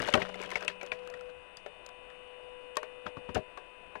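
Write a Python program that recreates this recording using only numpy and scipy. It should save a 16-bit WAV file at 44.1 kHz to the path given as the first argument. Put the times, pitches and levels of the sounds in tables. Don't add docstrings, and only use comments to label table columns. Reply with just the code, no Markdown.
import sys
import numpy as np
from scipy import signal
from scipy.io import wavfile
from scipy.ndimage import uniform_filter1d

SR = 44100
rng = np.random.default_rng(int(sys.argv[2]) if len(sys.argv) > 2 else 0)


def wav_record(signal):
    frames = np.transpose(np.atleast_2d(signal))
    bounded = np.clip(frames, -1, 1)
    quanta = np.round(bounded * 32767).astype(np.int16)
    wavfile.write(sys.argv[1], SR, quanta)


N = 176400

# (time [s], speed [turns/s])
SHAFT_SPEED = [(0, 49.6), (.9, 49.62), (1.1, 49.685), (1.9, 49.685), (3.1, 49.63), (3.6, 49.72),
               (4, 49.725)]
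WHINE_ORDERS = [10,12,18,20,22,23,30,40,42,48,49,50,51,52,53,54,55,58,59,60,61,62,72,168,178,180,182,188]
WHINE_LEVELS = [-58,-77,-74,-63,-78,-74,-77,-75,-78,-75,-74,-66,-79,-68,-69,-69,-75,-66,-74,-74,-72,-79,-76,-94,-92,-93,-94,-93]
# (time [s], tooth tone [dB], its octave [dB], whine up to UPPER_ORDER [dB], whine above it [dB])
PUMP_LOAD = [(0, 9, -15, 0, 11.5), (.3, 6.5, 2, -2, 6.5), (.5, 2.5, 5, 2.5, 3.5), (.8, 1, 1, 3, 0.5),
             (.95, 9.5, 1, 0, -1.5), (1.28, 10, -8, -0.5, -3), (1.47, -6, -0.5, -0.5, -1.5),
             (1.7, -6.5, -7, -0.5, 1.5), (1.9, -2.5, 2.5, 0.5, -0.5), (2.2, 1.5, -5.5, 0.5, 1),
             (2.55, 5.5, 2, 0, 0), (3.0, 5, -5, 0.5, 0), (3.33, 6, -2, 0.5, -1), (3.5, -5, 0.5, -1.5, -2.5),
             (4, -5.5, 0, -0.5, -3)]
# (frequency [Hz], relative density [dB per Hz])
RUSH_SHAPE = [(25, 5), (60, -17.5), (150, -10.5), (300, -8), (500, -2), (750, -1), (900, -9.5),
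              (1500, -8.5), (2100, -12), (3000, -14.5), (4000, -26), (5500, -38.5), (9000, -35),
              (11000, -41), (12000, -58)]
# (time [s], level of the ringing part [dB])
CRACKLE_LEVEL = [(0, -34), (.12, -43.5), (.2, -41.5), (.27, -53), (.43, -50), (.52, -45), (.62, -46),
                 (.72, -64), (.78, -60.5), (1.2, -61.5), (1.4, -77), (3.0, -72.5), (3.3, -79), (3.42, -86),
                 (3.55, -77.5)]
# (frequency [Hz], level [dB], 60 dB decay time [s])
LOG_MODES = [(414, 1, 0.15), (470.3, -3, 0.16), (596, 4.5, 0.13), (722, 3, 0.085), (948, 0.5, 0.07),
             (1061, 3.5, 0.057), (1346, 14.5, 0.018), (1569, 3, 0.065), (1854, 2, 0.064),
             (2226, 8.5, 0.028), (2637, 11, 0.023), (3290, 4.5, 0.035), (3720, -0.5, 0.034),
             (4700, -39, 0.038)]
# (time [s], level [dB], centre [Hz], bass thump peak [dB], treble tick peak [dB])
CRACKS = [(0.001, -23.5, 1720, -11, -16.5), (0.019, -30, 1980, -30, -1.5), (0.038, -38.5, 620, -2.5, -4),
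          (0.072, -47, 737, -26, 6), (0.086, -30.5, 1860, -18, -5), (0.102, -43, 649, -10, 2),
          (0.126, -29, 2120, -25, -10), (0.1377, -12, 3090, -26, -16), (0.1405, -12.5, 1275, -10, -13),
          (0.153, -14.5, 748, -17, -18.5), (0.174, -20.5, 470, -11.5, -21.5), (0.2178, -23, 1980, -15, -41),
          (0.225, -27.5, 2520, -31, -28), (0.29, -34.5, 600, -15, -10.5), (0.342, -32.5, 2080, -35, -15.5),
          (0.356, -33.5, 670, -16, -16), (0.412, -38.5, 1010, -32, -13), (0.416, -40.5, 2460, -36, 1.5),
          (0.426, -33, 2230, -32, -12), (0.435, -33, 1060, -35, -11), (0.46, -40, 3150, -11, -8),
          (0.504, -37, 2160, -25, -4), (0.515, -28.5, 2080, -40, -11.5), (0.556, -17.5, 2180, -32, -22),
          (0.572, -34, 2000, -30, -14), (0.608, -33, 2510, -32, -12), (0.648, -33.5, 580, -37, -5),
          (0.6791, -16, 2610, -40, -16), (0.699, -30.5, 1780, -30, -35), (0.714, -40, 2550, -24, -34),
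          (0.812, -33, 2350, -46, -13), (0.83, -31.5, 690, -29, -12), (0.863, -46, 1030, -27, 1),
          (0.9181, -20, 2424, -33, -45), (0.936, -41.5, 2370, -22, -19), (1.074, -40, 1240, -27, -3.5),
          (1.1, -41.5, 636, -31, -7), (1.139, -35, 1900, -21.5, -16), (1.209, -41.5, 1370, -36, -8),
          (1.57, -38, 4830, -20, -2.5), (1.662, -31.5, 634, -32, -19), (1.863, -47, 590, -32, 6.5),
          (1.889, -43, 1050, -26, -7.5), (2.101, -43, 1890, -35, -17), (2.756, -44, 3160, -43, -3),
          (2.7688, -20, 1083, -32, -8), (2.83, -29.5, 1070, -40, -16), (3.059, -36, 540, -7.5, -36),
          (3.065, -26, 1280, -18.5, -28), (3.169, -34, 1170, -4.5, -48), (3.286, -45, 650, 3.5, -38),
          (3.29, -31, 974, -8, -46), (3.346, -37.5, 1700, -1.5, 4), (3.35, -29.5, 2850, -21, -4),
          (3.356, -25.5, 1450, -7, -18), (3.3593, -21, 510, -10, -25), (3.3684, -21, 666, -13.5, -41),
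          (3.574, -32.5, 1120, -38, -16), (3.954, -29.5, 980, -21, -41)]
# (frequency [Hz], level [dB], 60 dB decay time [s])
BEAM_MODES = [(187, -49.5, 2.65), (581, -48.5, 2)]

TEETH, UPPER_ORDER, WHINE_TWIST = 10, 56, 0.2
WAVER_HZ, WAVER_DB = 2.145, 1.5
SIZZLE_ORDERS, SIZZLE_DB, SIZZLE_SPREAD_DB = range(158, 206), -100, 2.5

RUSH_DB, PATCH_DB = -59.5, 1.5
GUST_DB, GUST_SWING_DB, GUST_HZ = -74, 3, 67.6

FIBRES_PER_S, FIBRE_SPREAD_DB = 1500, 4.5
CLUMP_DB, CLUMP_HZ = 4.5, 39.97
FIBRE_RING = 0.24
PUFF_DB, PUFF_T60, SHAKE_DB = -8.5, 0.0057, -23

DETUNE, MODE_SPREAD_DB = 0.073, 2
LOBE_DB, ABOVE_DB = -3, -3.5
ECHO_SNAP, TEAR_S, SOFT_S = 0.52, 0.003, 0.0005
BODY_FROM_HZ, BODY_DB = 240, -6

RISE_S, SPLINTER_T60, SPLINTER_DB = 0.00056, 0.017, -6.5
THUMP_FROM_HZ, THUMP_TO_HZ, THUMP_T60 = 60, 290, 0.1
TICK_FROM_HZ, TICK_TO_HZ, TICK_T60 = 2540, 7330, 0.0088
RUSTLE_DB, RUSTLE_T60, RAGGED_DB = -16, 0.098, 1.5

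BEAM_S = 0.2

IDLE_DB, OFFSET, EDGE_HZ = -100, -1.4e-4, 16000


def gain_of(db):
    return 10 ** (np.asarray(db) / 20)


def evened(x):
    return x / np.sqrt(np.mean(x ** 2) + 1e-20)


def curve(rows, column=1):
    rows = np.array(rows)
    return np.interp(np.arange(N) / SR, rows[:, 0], rows[:, column])


def add(mix, s, sound):
    part = mix[max(round(s * SR), 0):][:len(sound)]
    part += sound[:len(part)]


def drift(hz):
    t = np.arange(0, N + 256, 256)
    slow = sum(np.sin(2 * np.pi * (f * t / SR + rng.random())) / np.sqrt(f)
               for f in np.geomspace(hz / 8, hz, num=8))
    return np.interp(np.arange(N), t, evened(slow))


def band(x, lo_hz, hi_hz, order=2):
    sos = signal.butter(N=order, Wn=[lo_hz, hi_hz], btype="band", fs=SR, output="sos")
    return signal.sosfilt(sos, x)


def fade(t60, t):
    return gain_of(-60 * t / t60)


def ring(hz, db, t60, t):
    return gain_of(db) * fade(t60, t) * np.sin(2 * np.pi * hz * t)


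def pump():
    turns = np.cumsum(curve(SHAFT_SPEED)) / SR
    out = np.zeros(N)
    tooth_levels = {TEETH: curve(PUMP_LOAD, column=1), 2 * TEETH: curve(PUMP_LOAD, column=2)}
    lower, upper = curve(PUMP_LOAD, column=3), curve(PUMP_LOAD, column=4)
    for k, db in zip(WHINE_ORDERS, WHINE_LEVELS):
        if k in tooth_levels:
            level = tooth_levels[k]
        else:
            level = (upper if k > UPPER_ORDER else lower) + WAVER_DB * drift(WAVER_HZ)
        tone = np.cos(2 * np.pi * k * (turns + WHINE_TWIST * k))
        out += gain_of(db + level) * np.sqrt(2) * tone
    for k in SIZZLE_ORDERS:
        level = SIZZLE_DB + SIZZLE_SPREAD_DB * rng.standard_normal()
        out += gain_of(level) * np.cos(2 * np.pi * (k * turns + rng.random()))
    return out


def machine_rush():
    frames, hz = N // 256 + 5, np.fft.rfftfreq(1024, 1 / SR)
    real, imag, patches = rng.standard_normal((frames, 513, 3)).T
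    patches = uniform_filter1d(patches, 10, axis=0)
    patches = evened(uniform_filter1d(patches, 10, axis=1))
    shape_hz, shape_db = np.transpose(RUSH_SHAPE)
    shape = np.interp(np.log(hz + 1), np.log(shape_hz), shape_db)[:, None]
    spectrum = (real + 1j * imag) * gain_of(shape + PATCH_DB * patches)
    rush = signal.istft(spectrum, nperseg=1024, noverlap=768)[1][:N]
    return gain_of(RUSH_DB) * evened(rush)


def wind():
    rumble = evened(band(rng.standard_normal(N), 20, GUST_HZ))
    return rumble * gain_of(GUST_DB + GUST_SWING_DB * drift(4.54))


def crackle():
    breaks = rng.random(N) < FIBRES_PER_S / SR
    size = breaks * gain_of(FIBRE_SPREAD_DB * np.minimum(rng.exponential(1, N), 4))
    size = size * gain_of(CLUMP_DB * drift(CLUMP_HZ))
    which, t = rng.integers(0, len(LOG_MODES), N), np.arange(4000) / SR
    body = np.zeros(N)
    for k, (hz, db, t60) in enumerate(LOG_MODES):
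        body += signal.oaconvolve(size * (which == k), ring(hz, db, FIBRE_RING * t60, t))[:N]
    body = evened(band(body, BODY_FROM_HZ, 3700))
    puffs = signal.oaconvolve(size, fade(PUFF_T60, t))[:N] * rng.standard_normal(N)
    puffs = gain_of(PUFF_DB) * evened(band(puffs, 420, 3580))
    shake = gain_of(SHAKE_DB) * evened(band(rng.standard_normal(N), 25, 69))
    return gain_of(curve(CRACKLE_LEVEL)) * (body + puffs + shake)


def log_body(centre_hz, t):
    snaps = np.zeros(len(t))
    when, strength = rng.random((2, 4))
    snaps[(when * TEAR_S * SR).astype(int)] = ECHO_SNAP * (2 * strength - 1)
    snaps[0] = 1
    modes = np.zeros(len(t))
    for hz, db, t60 in LOG_MODES:
        pitch, size = rng.uniform(-1, 1, 2)
        octaves = np.log2(hz / centre_hz)
        level = db + LOBE_DB * abs(octaves) + ABOVE_DB * max(octaves, 0) + MODE_SPREAD_DB * size
        modes += ring(hz * (1 + DETUNE * pitch), level, t60, t)
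    modes *= 1 - np.exp(-t / SOFT_S)
    return band(signal.fftconvolve(snaps, modes)[:len(t)], BODY_FROM_HZ, 5500)


def crack(crack_db, centre_hz, thump_db, tick_db):
    t = np.arange(int(0.25 * SR)) / SR
    thump, tick, rustle, rough = rng.standard_normal((4, len(t)))
    rise = (1 - np.exp(-t / RISE_S)) ** 2
    ragged = gain_of(RAGGED_DB * evened(uniform_filter1d(rough, size=90)))
    rustle = rustle * ragged * fade(RUSTLE_T60, t)
    parts = [
        (BODY_DB, log_body(centre_hz, t)),
        (SPLINTER_DB, rise * ring(centre_hz, 0, SPLINTER_T60, t)),
        (thump_db, band(thump * fade(THUMP_T60, t), THUMP_FROM_HZ, THUMP_TO_HZ)),
        (tick_db, band(tick * rise * fade(TICK_T60, t), TICK_FROM_HZ, TICK_TO_HZ)),
        (RUSTLE_DB, band(rustle, centre_hz / 1.9, centre_hz + 1500))]
    return sum(gain_of(crack_db + db) * part / abs(part).max() for db, part in parts)


def beam():
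    t = np.arange(2 * SR) / SR
    return sum(ring(*mode, t) for mode in BEAM_MODES)


def scene():
    mix = pump() + machine_rush() + wind() + crackle()
    for s, *settings in CRACKS:
        add(mix, s, crack(*settings))
    add(mix, BEAM_S, beam())
    return np.array([2 * mix, np.zeros(N)])


def record(dry):
    idle = gain_of(IDLE_DB) * evened(band(rng.standard_normal((2, N)), 4.4, 64, order=1))
    low_pass = signal.firwin(511, EDGE_HZ, window=("kaiser", 9), fs=SR)
    return signal.oaconvolve(dry + idle, low_pass[None], "same") + OFFSET


dry = scene()
out = record(dry)
wav_record(out)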